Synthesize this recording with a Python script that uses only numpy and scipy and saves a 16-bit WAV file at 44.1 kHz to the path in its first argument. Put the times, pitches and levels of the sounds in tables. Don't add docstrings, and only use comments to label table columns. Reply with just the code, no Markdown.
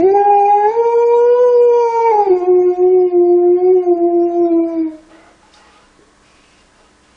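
import sys
import numpy as np
from scipy import signal
from scipy.fft import rfft, irfft, next_fast_len
from scipy.io import wavfile
from scipy.ndimage import uniform_filter1d

SR = 44100
rng = np.random.default_rng(int(sys.argv[2]) if len(sys.argv) > 2 else 0)


def volts_from_decibels(level):
    exponent = np.asarray(level, float) / 20
    return 10 ** exponent


def int16_out(signal):
    q = np.round(np.clip(np.atleast_2d(signal).T, -1, 1) * 32767)
    wavfile.write(sys.argv[1], SR, q.astype(np.int16))


N = 316151

# time in seconds, pitch in Hz.
PITCH_HZ = [(0.0, 323.3), (0.054, 379.2), (0.15, 402), (0.27, 407.9), (0.46, 402.4), (0.5, 409.9),
            (0.66, 417.5), (0.69, 426.0), (0.71, 447.3), (0.76, 463.6), (1.2, 476.3), (1.28, 480.5),
            (1.36, 488.5), (1.43, 495.9), (1.56, 482.8), (1.83, 473.3), (1.9, 460.6), (2.08, 460.7),
            (2.105, 447.7), (2.13, 422.2), (2.24, 407), (2.31, 371), (2.41, 353.8), (2.47, 363.5),
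            (2.62, 360.8), (2.75, 358.7), (2.93, 369.7), (3.2, 350), (3.5, 353.6), (3.66, 364.4),
            (3.73, 372.5), (3.84, 358), (3.97, 341.7), (4.08, 344.5), (4.33, 344.5), (4.43, 344.3),
            (4.52, 335.4), (4.72, 331.7), (4.79, 325), (4.9, 313.7), (5.0, 308)]
# time in seconds, 1st partial in dB, 2nd partial over the 1st in dB,
# brightness (base level of the high partials) in dB.
HOWL_DB = [(0.0, -12.5, -3.5, -56), (0.07, -4, -19.5, -59.5), (0.16, -12.0, 2, -54), (0.4, -15.5, 6, -55),
           (0.66, -10.5, 1.5, -53), (0.76, -6.5, -7.5, -57.5), (1.0, -10.5, -10, -52.5),
           (1.4, -8, -13, -52), (1.7, -8.5, -11, -51.5), (2.0, -15, 1.5, -53), (2.22, -13.5, 1.5, -57.5),
           (2.3, -6.5, -17.5, -54.5), (2.6, -9, -15.5, -60.5), (3.0, -7.5, -19, -61),
           (3.4, -11, -16.5, -67), (3.75, -7.5, -16, -58.5), (4.0, -8, -14, -66), (4.3, -11, -12.5, -63),
           (4.6, -8, -16.0, -63.5), (4.8, -10.5, -13.5, -61.5), (4.88, -21.5, -1, -86),
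           (4.95, -29.5, -7.5, -81), (5.02, -61, 14, -87)]
# time in seconds, mouth in Hz, mouth level in dB,
# nose in Hz, nose level in dB.
FORMANTS = [(0, 1400, -48.5, 2200, -45.5), (.12, 1600, -38.5, 2310, -45), (.3, 1675, -42.5, 2345, -37.5),
            (.58, 1630, -44.5, 2300, -43), (.71, 1700, -35.5, 2200, -44.5), (.78, 1400, -45.5, 2320, -46),
            (1.1, 1420, -46, 2314, -44.5), (1.4, 1464, -40, 2790, -53), (1.6, 1420, -51, 2620, -45.5),
            (1.85, 1424, -40.5, 2350, -45), (2.1, 1500, -38, 2240, -34.5), (2.3, 1150, -42.5, 2196, -48),
            (2.7, 1080, -45.5, 2296, -51.5), (3.1, 1075, -53.5, 2164, -57), (3.35, 1080, -49, 2077, -65.5),
            (3.7, 1100, -50.5, 2136, -54), (4.1, 1036, -48.5, 2356, -74.5), (4.4, 1045, -48.5, 2344, -69.5),
            (4.6, 1002, -40.5, 2330, -55.5), (4.85, 970, -44.5, 2250, -55), (5, 937, -65, 2200, -88)]
# centre in Hz, width in Hz,
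# level over the brightness in dB.
THROAT = [(2720, 480, -7), (3540, 750, -15), (4736, 580, -9), (5502, 120, -7.5), (6327, 470, -11.5),
          (7500, 2300, -19)]
# time in seconds,
# depth in dB, spread of the bell (standard deviation) in seconds.
DIPS = [
    [(0.021, 5, 0.0057), (0.09, 6, 0.021), (0.14, 8.5, 0.0046), (0.245, 25.5, 0.013), (0.532, 15.5, 0.03),
     (0.614, 8.5, 0.031), (0.738, 19.5, 0.036), (0.747, 0.5, 0.005), (0.835, 8, 0.013), (0.918, 7, 0.023),
     (1.07, 0.5, 0.043), (1.37, 6, 0.02), (1.514, 3.0, 0.024), (1.911, 7.5, 0.03), (1.996, 11, 0.0069),
     (2.065, 1.5, 0.02), (2.137, 6.5, 0.007), (2.171, 10, 0.0062), (2.248, 16, 0.019), (2.291, 13, 0.0062),
     (2.35, 4, 0.012), (2.399, 17, 0.025), (2.455, 24.5, 0.016), (2.635, 3.5, 0.016), (2.758, 20, 0.034),
     (2.9, 2.5, 0.019), (3.03, 3, 0.031), (3.107, 20.5, 0.024), (3.26, 4.5, 0.023), (3.412, 4.5, 0.029),
     (3.597, 8.5, 0.028), (3.838, 16.5, 0.034), (3.949, 15.5, 0.012), (3.99, 8, 0.027), (4.102, 8, 0.025),
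     (4.327, 8.5, 0.041), (4.492, 8.5, 0.017), (4.711, 13.5, 0.073), (4.916, 6.0, 0.01)],
    [(0.044, 8, 0.005), (0.085, 4.5, 0.007), (0.125, 14.5, 0.013), (0.22, 2, 0.024), (0.38, 0.5, 0.02),
     (0.586, 5, 0.031), (0.737, 12, 0.06), (0.963, 24, 0.011), (1.069, 9.5, 0.02), (1.29, 11.0, 0.038),
     (1.342, 10, 0.006), (1.422, 5, 0.013), (1.536, 9.0, 0.011), (1.632, 11.5, 0.097), (1.872, 2.5, 0.012),
     (1.93, 5, 0.016), (2.032, 10.5, 0.013), (2.1, 6.5, 0.0078), (2.16, 1.5, 0.019), (2.248, 14.5, 0.0085),
     (2.295, 8, 0.009), (2.384, 12.5, 0.017), (2.54, 6, 0.032), (2.672, 21.5, 0.032), (2.82, 6.5, 0.0058),
     (2.912, 6.5, 0.028), (3.082, 25.5, 0.026), (3.194, 9, 0.015), (3.368, 19.5, 0.012), (3.539, 17, 0.031),
     (3.64, 15.5, 0.01), (3.74, 20.5, 0.022), (3.813, 25.5, 0.019), (3.857, 20, 0.007),
     (3.905, 9.5, 0.0056), (3.95, 4, 0.012), (4.02, 3.5, 0.021), (4.27, 2.5, 0.03), (4.546, 3.5, 0.036),
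     (4.843, 30.5, 0.064), (4.9, 31, 0.011)],
]
# start in seconds, length in seconds,
# added hoarseness 0 to 1 (0 adds none).
HOARSE_MOMENTS = [(-.05, .1, .45), (.11, .06, .25), (0.672, .11, .35), (2.088, .07, .35), (2.199, .16, 0.3),
                  (3.797, 0.11, 0), (4.28, .08, 0), (4.39, .07, 0.1), (4.501, .05, 0), (4.739, 0.12, 0.1)]
# start in seconds,
# length in seconds, extra level in dB.
NOISE_BURSTS = [(-.05, 0.034, 66), (.68, .28, 5), (1.739, .5, 8)]
# frequency in Hz, level in dB.
HUM = [(30, -69.5), (60, -65), (200, -63.5), (300, -63), (900, -71.5), (950, -77.5), (1000, -66.5),
       (1050, -68.5), (1100, -71), (1150, -78.5), (1200, -77.5), (1250, -74.5), (1300, -68.5), (1500, -73),
       (1600, -80.5), (1650, -74.5), (1700, -73), (1800, -73.5), (2000, -75.5)]
# frequency in Hz, relative density in dB.
HISS_COLOUR = [(12, -34), (20, 9), (49, -4), (115, -3.5), (193, -6), (301, -2), (659, -5), (1080, -11),
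               (1400, -10.5), (1520, -8), (2430, -15), (7460, -18.5), (10200, -23), (13300, -55),
               (22000, -120)]
ECHO_S = [
    [.0131, .0173, .0199, .0237, .0281, .0323, .0371, .0419],
]
# start in seconds, length in seconds, level in dB, strongest frequency in Hz,
# loss away from it in dB per octave.
PUFFS = [(5.09, 0.23, -47, 810, 8), (5.413, 0.16, -58, 1114, 4.5), (5.535, 0.049, -49, 4500, 9),
         (5.566, 0.31, -52.5, 1240, 5.5), (6.237, .43, -56, 3000, 6), (6.74, .16, -55.5, 1330, 4.5),
         (7.024, .2, -60.5, 1810, 4.5)]
# centre in Hz, width of one pass in Hz,
# relative level in dB.
MOUTH = [
    [(477, 230, 1), (636, 87, 1.5)],
    [(841, 100, 17), (1020, 140, 9.5), (1248, 130, 16), (1438, 130, 14)],
    [(2150, 990, -2), (2420, 2000, 6), (2810, 130, 11)],
    [(4830, 2100, 18), (7900, 4000, 9)],
]
# start in seconds,
# length in seconds, first centre in Hz, last centre in Hz, level in dB.
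GLIDES = [(5.111, .2, 625, 728, -49.5), (5.106, 0.17, 1250, 1592, -66), (5.125, .18, 1952, 2080, -54),
          (5.43, .07, 850, 867, -54), (5.536, .1, 852, 884, -52), (5.584, 0.23, 1003, 1310, -58),
          (5.602, 0.13, 1930, 1890, -58), (5.873, 0.68, 1086, 1128, -62), (6.0, 0.079, 402, 440, -54),
          (6.238, 0.33, 2380, 2610, -62)]
# start in seconds, level in dB, base mode in Hz.
BUMPS = [(5.429, -48, 863), (5.991, -42, 333)]
# start in seconds, level in dB, base mode in Hz.
SMACKS = [(5.5393, -43.5, 3700), (5.7773, -53, 3500)]
# frequency in Hz, dB below the power of the moment.
DROP_BELOW_DB = [(900, 78.5), (1300, 49), (2500, 61), (3300, 55), (5000, 57), (7000, 53), (10000, 63)]
# centre in Hz, width in Hz, gain in dB.
RIGHT = [(1900, 660, 2.02), (120, 60, 0.27), (4500, 2800, 0.66), (10500, 2000, -.7)]

STEADY_HOARSE, HOARSE_EDGE_S, HOARSE_DULL_DB = 0.07, 0.04, 17.5
AIR_DB = -3
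MOUTH_WIDTH_HZ, NOSE_WIDTH_HZ = 330, 350
VALLEY_DB = -11
MIDDLE_FADE_DB, SECOND_FADE_DB = 4, 1.17
HISS_DB = -52.5
ROOM_T60_S, ROOM_DB, WALL_CUT_HZ = 0.93, -27, 27000
SLOW_MODE_HZ, SLOW_MODE_WIDTH_HZ, SLOW_MODE_DB = 326, 1.2, -15
PUFF_RISE_S, PUFF_FALL_S = 0.036, 0.097
GLIDE_WIDTH_SHARE = 0.035
TOP_CUT_HZ = 10400


def rms_one(x):
    return x / np.sqrt(np.mean(x ** 2) + 1e-20)


def in_time(rows):
    s, *columns = np.transpose(rows)
    t = np.arange(N) / SR
    return [uniform_filter1d(np.interp(t, s, column), size=SR // 120) for column in columns]


def wobble(rate_hz):
    r = np.exp(-2 * np.pi * rate_hz / SR)
    noise = rng.standard_normal(N + SR)
    return rms_one(signal.lfilter([1], [1, -2 * r, r * r], noise)[SR:])


def span(start_s, length_s, rise_s, fall_s):
    t = np.arange(N) / SR
    rise = (t - start_s) / rise_s
    fall = (start_s + length_s - t) / fall_s
    return np.clip(np.minimum(rise, fall) + 0.5, 0, 1)


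def fade_out(start_s, fade_s):
    return np.clip((start_s + fade_s - np.arange(N) / SR) / fade_s, 0, 1)


def resonate(x, hz, width_hz):
    r = np.exp(-np.pi * width_hz / SR)
    zeros = np.array([1, 0, -1]) * (1 - r * r) / 2
    poles = [1, -2 * r * np.cos(2 * np.pi * hz / SR), r * r]
    return signal.lfilter(zeros, poles, x)


def resonances(x, modes):
    return sum(volts_from_decibels(db) * resonate(resonate(x, hz, width_hz), hz, width_hz) for hz, width_hz, db in modes)


def peak(hz, centre_hz, width_hz):
    return 1 / (1 + (2 * (hz - centre_hz) / width_hz) ** 2)


def standing_wave_dips(rows):
    t = np.arange(0, N, 32) / SR
    notches = [1 - (1 - volts_from_decibels(-db)) * np.exp(-0.5 * ((t - s) / spread_s) ** 2) for s, db, spread_s in rows]
    return np.interp(np.arange(N) / SR, t, np.prod(notches, axis=0))


def howl():
    hz, = in_time(PITCH_HZ)
    first_db, second_db, high_db = in_time(HOWL_DB)
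    mouth_hz, mouth_db, nose_hz, nose_db = in_time(FORMANTS)
    extra = sum(h * span(s, length_s, HOARSE_EDGE_S, HOARSE_EDGE_S) for s, length_s, h in HOARSE_MOMENTS)
    hoarse = np.clip(STEADY_HOARSE + extra, 0, 1)
    jitter = 0.002 * wobble(14) + 0.025 * hoarse * wobble(90)
    phase = 2 * np.pi * np.cumsum(hz * (1 + jitter)) / SR

    first = volts_from_decibels(first_db) * standing_wave_dips(DIPS[0])
    second = volts_from_decibels(first_db + second_db + SECOND_FADE_DB * wobble(36)) * standing_wave_dips(DIPS[1])
    gains = [first, second]
    for k in range(3, 8):
        mouth = volts_from_decibels(mouth_db) * peak(k * hz, mouth_hz, MOUTH_WIDTH_HZ)
        nose = volts_from_decibels(nose_db) * peak(k * hz, nose_hz, NOSE_WIDTH_HZ)
        fading = volts_from_decibels(MIDDLE_FADE_DB * wobble(14) - HOARSE_DULL_DB * hoarse)
        gains.append((mouth + nose + volts_from_decibels(high_db + VALLEY_DB)) * fading)

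    voice = 0
    for k, gain in enumerate(gains, 1):
        flutter = volts_from_decibels(0.6 * max(k - 2, 0) * wobble(60))
        shimmer = 1 + (0.021 + 0.076 * k * hoarse) * wobble(180)
        voice = voice + gain * flutter * shimmer * np.sin(k * phase)
    for k in range(8, 26):
        lift = sum(volts_from_decibels(db) * peak(k * hz, top_hz, width_hz) for top_hz, width_hz, db in THROAT)
        voice = voice + lift * volts_from_decibels(high_db + 5.7 * wobble(9.2)) * np.sin(k * phase)

    breath = rng.standard_normal(N) * (1 + 0.25 * np.cos(phase))
    bursts_db = sum(db * span(s, length_s, 0.1, 0.068) for s, length_s, db in NOISE_BURSTS)
    air_modes = [(3670, 1400, -15.0), (4663, 150, 6.0), (5600, 1500, -5.5), (6070, 750, -3)]
    air = volts_from_decibels(high_db + AIR_DB + bursts_db) * rms_one(resonances(breath, air_modes))
    rasp_modes = [(1520, 300, 2.5), (2230, 270, 6.5), (3700, 1500, -9)]
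    rasp = volts_from_decibels(-39) * hoarse * rms_one(resonances(breath, rasp_modes))
    return (np.sqrt(2) * voice + air + rasp) * fade_out(4.99, 0.04)


def mains_buzz():
    t = np.arange(N) / SR
    return sum(np.sqrt(2) * volts_from_decibels(db + 0.5 * wobble(3)) * np.sin(2 * np.pi * (hz * t + rng.random()))
               for hz, db in HUM)


def hiss():
    hz = np.maximum(np.arange(N // 2 + 1) * SR / N, 1)
    colour_hz, colour_db = np.transpose(HISS_COLOUR)
    colour = volts_from_decibels(np.interp(np.log(hz), np.log(colour_hz), colour_db))
    return volts_from_decibels(HISS_DB) * rms_one(irfft(rfft(rng.standard_normal(N)) * colour, N))


def room(x):
    size = next_fast_len(N + 2 * SR)
    hz = np.arange(size // 2 + 1) * SR / size
    dull = 1 / np.sqrt(1 + (hz / WALL_CUT_HZ) ** 2)
    response = 0
    for k, delay_s in enumerate(ECHO_S[0]):
        loop = dull * volts_from_decibels(-60 * delay_s / ROOM_T60_S) * np.exp(-2j * np.pi * hz * delay_s)
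        response = response + (-1) ** k * loop / (1 - loop)
    return volts_from_decibels(ROOM_DB) * irfft(rfft(x, size) * response, size)[:N]


def slow_mode(x):
    return volts_from_decibels(SLOW_MODE_DB) * resonate(x, SLOW_MODE_HZ, SLOW_MODE_WIDTH_HZ)


def puffs():
    out = 0
    for modes in MOUTH:
        group_hz = np.exp(np.mean(np.log(np.array(modes)[:, 0])))
        gain = 0
        for s, length_s, db, best_hz, loss_db in PUFFS:
            group_db = db - loss_db * abs(np.log2(group_hz / best_hz))
            gain = gain + volts_from_decibels(group_db) * span(s, length_s, PUFF_RISE_S, PUFF_FALL_S)
        rush = sum(volts_from_decibels(2.0 * wobble(17)) * resonances(rng.standard_normal(N), [mode]) for mode in modes)
        out = out + gain * rms_one(rush)
    return out


def gliding_breath():
    out, t = 0, np.arange(N) / SR
    for s, length_s, from_hz, to_hz, db in GLIDES:
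        centre_hz = np.interp(t, [s, s + length_s], [from_hz, to_hz])
        phase = 2 * np.pi * np.cumsum(centre_hz) / SR
        rate_hz = GLIDE_WIDTH_SHARE * to_hz
        band = wobble(rate_hz) * np.sin(phase) + wobble(rate_hz) * np.cos(phase)
        out = out + volts_from_decibels(db) * span(s, length_s, PUFF_RISE_S, PUFF_FALL_S) * band
    return out


def knocks(events, t60_s, overtones):
    out, t = np.zeros(N), np.arange(SR // 5) / SR
    for s, db, hz in events:
        ring = sum(volts_from_decibels(part_db) * np.sin(2 * np.pi * hz * ratio * t) for ratio, part_db in overtones)
        at = round(s * SR)
        out[at:at + len(t)] += volts_from_decibels(db - 60 * t / t60_s) * ring
    return out


def bumps():
    return knocks(BUMPS, 0.071, [(1, 4.5), (1.35, -5)])


def lip_smacks():
    return knocks(SMACKS, 0.045, [(1, 4), (1.1, -9), (1.2, -7), (1.3, -4), (1.38, -8), (1.58, -11),
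                                  (1.8, -19), (2.1, -13)])


def scene():
    dog = howl() + puffs() + gliding_breath() + bumps() + lip_smacks()
    heard = dog + room(dog) + slow_mode(dog) + mains_buzz() + hiss()
    return np.array([heard, heard])


def drop_faint_bands(x):
    hz, _, frames = signal.stft(x, SR, nperseg=2048)
    power = np.abs(frames) ** 2 + 1e-16
    band = np.arange(len(hz)) // 4
    band_power = np.add.reduceat(power, np.arange(0, len(hz), 4))
    band_db = 10 * np.log10(band_power)[band]
    moment_db = 10 * np.log10(uniform_filter1d(power.sum(axis=0), size=3))
    drop_hz, drop_db = np.transpose(DROP_BELOW_DB)
    below_db = np.interp(np.log(hz + 1), np.log(drop_hz), drop_db)
    margin_db = band_db - moment_db + below_db[:, None]
    gain = np.clip(margin_db / 2 + 0.5, 0, 1)
    return signal.istft(frames * gain, SR, nperseg=2048)[1][:N]


def low_pass(x):
    return signal.sosfilt(signal.butter(12, 13930, fs=SR, output="sos"), x)


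def record(dry):
    left = drop_faint_bands(dry[0])
    tint = sum((volts_from_decibels(db) - 1) * resonate(left, hz, width_hz) for hz, width_hz, db in RIGHT)
    right = left + tint
    top_cut = signal.cheby2(12, 19, TOP_CUT_HZ, fs=SR, output="sos")
    mix = signal.sosfilt(top_cut, [left, right])
    return low_pass(mix)


dry = scene()
out = record(dry)
int16_out(out)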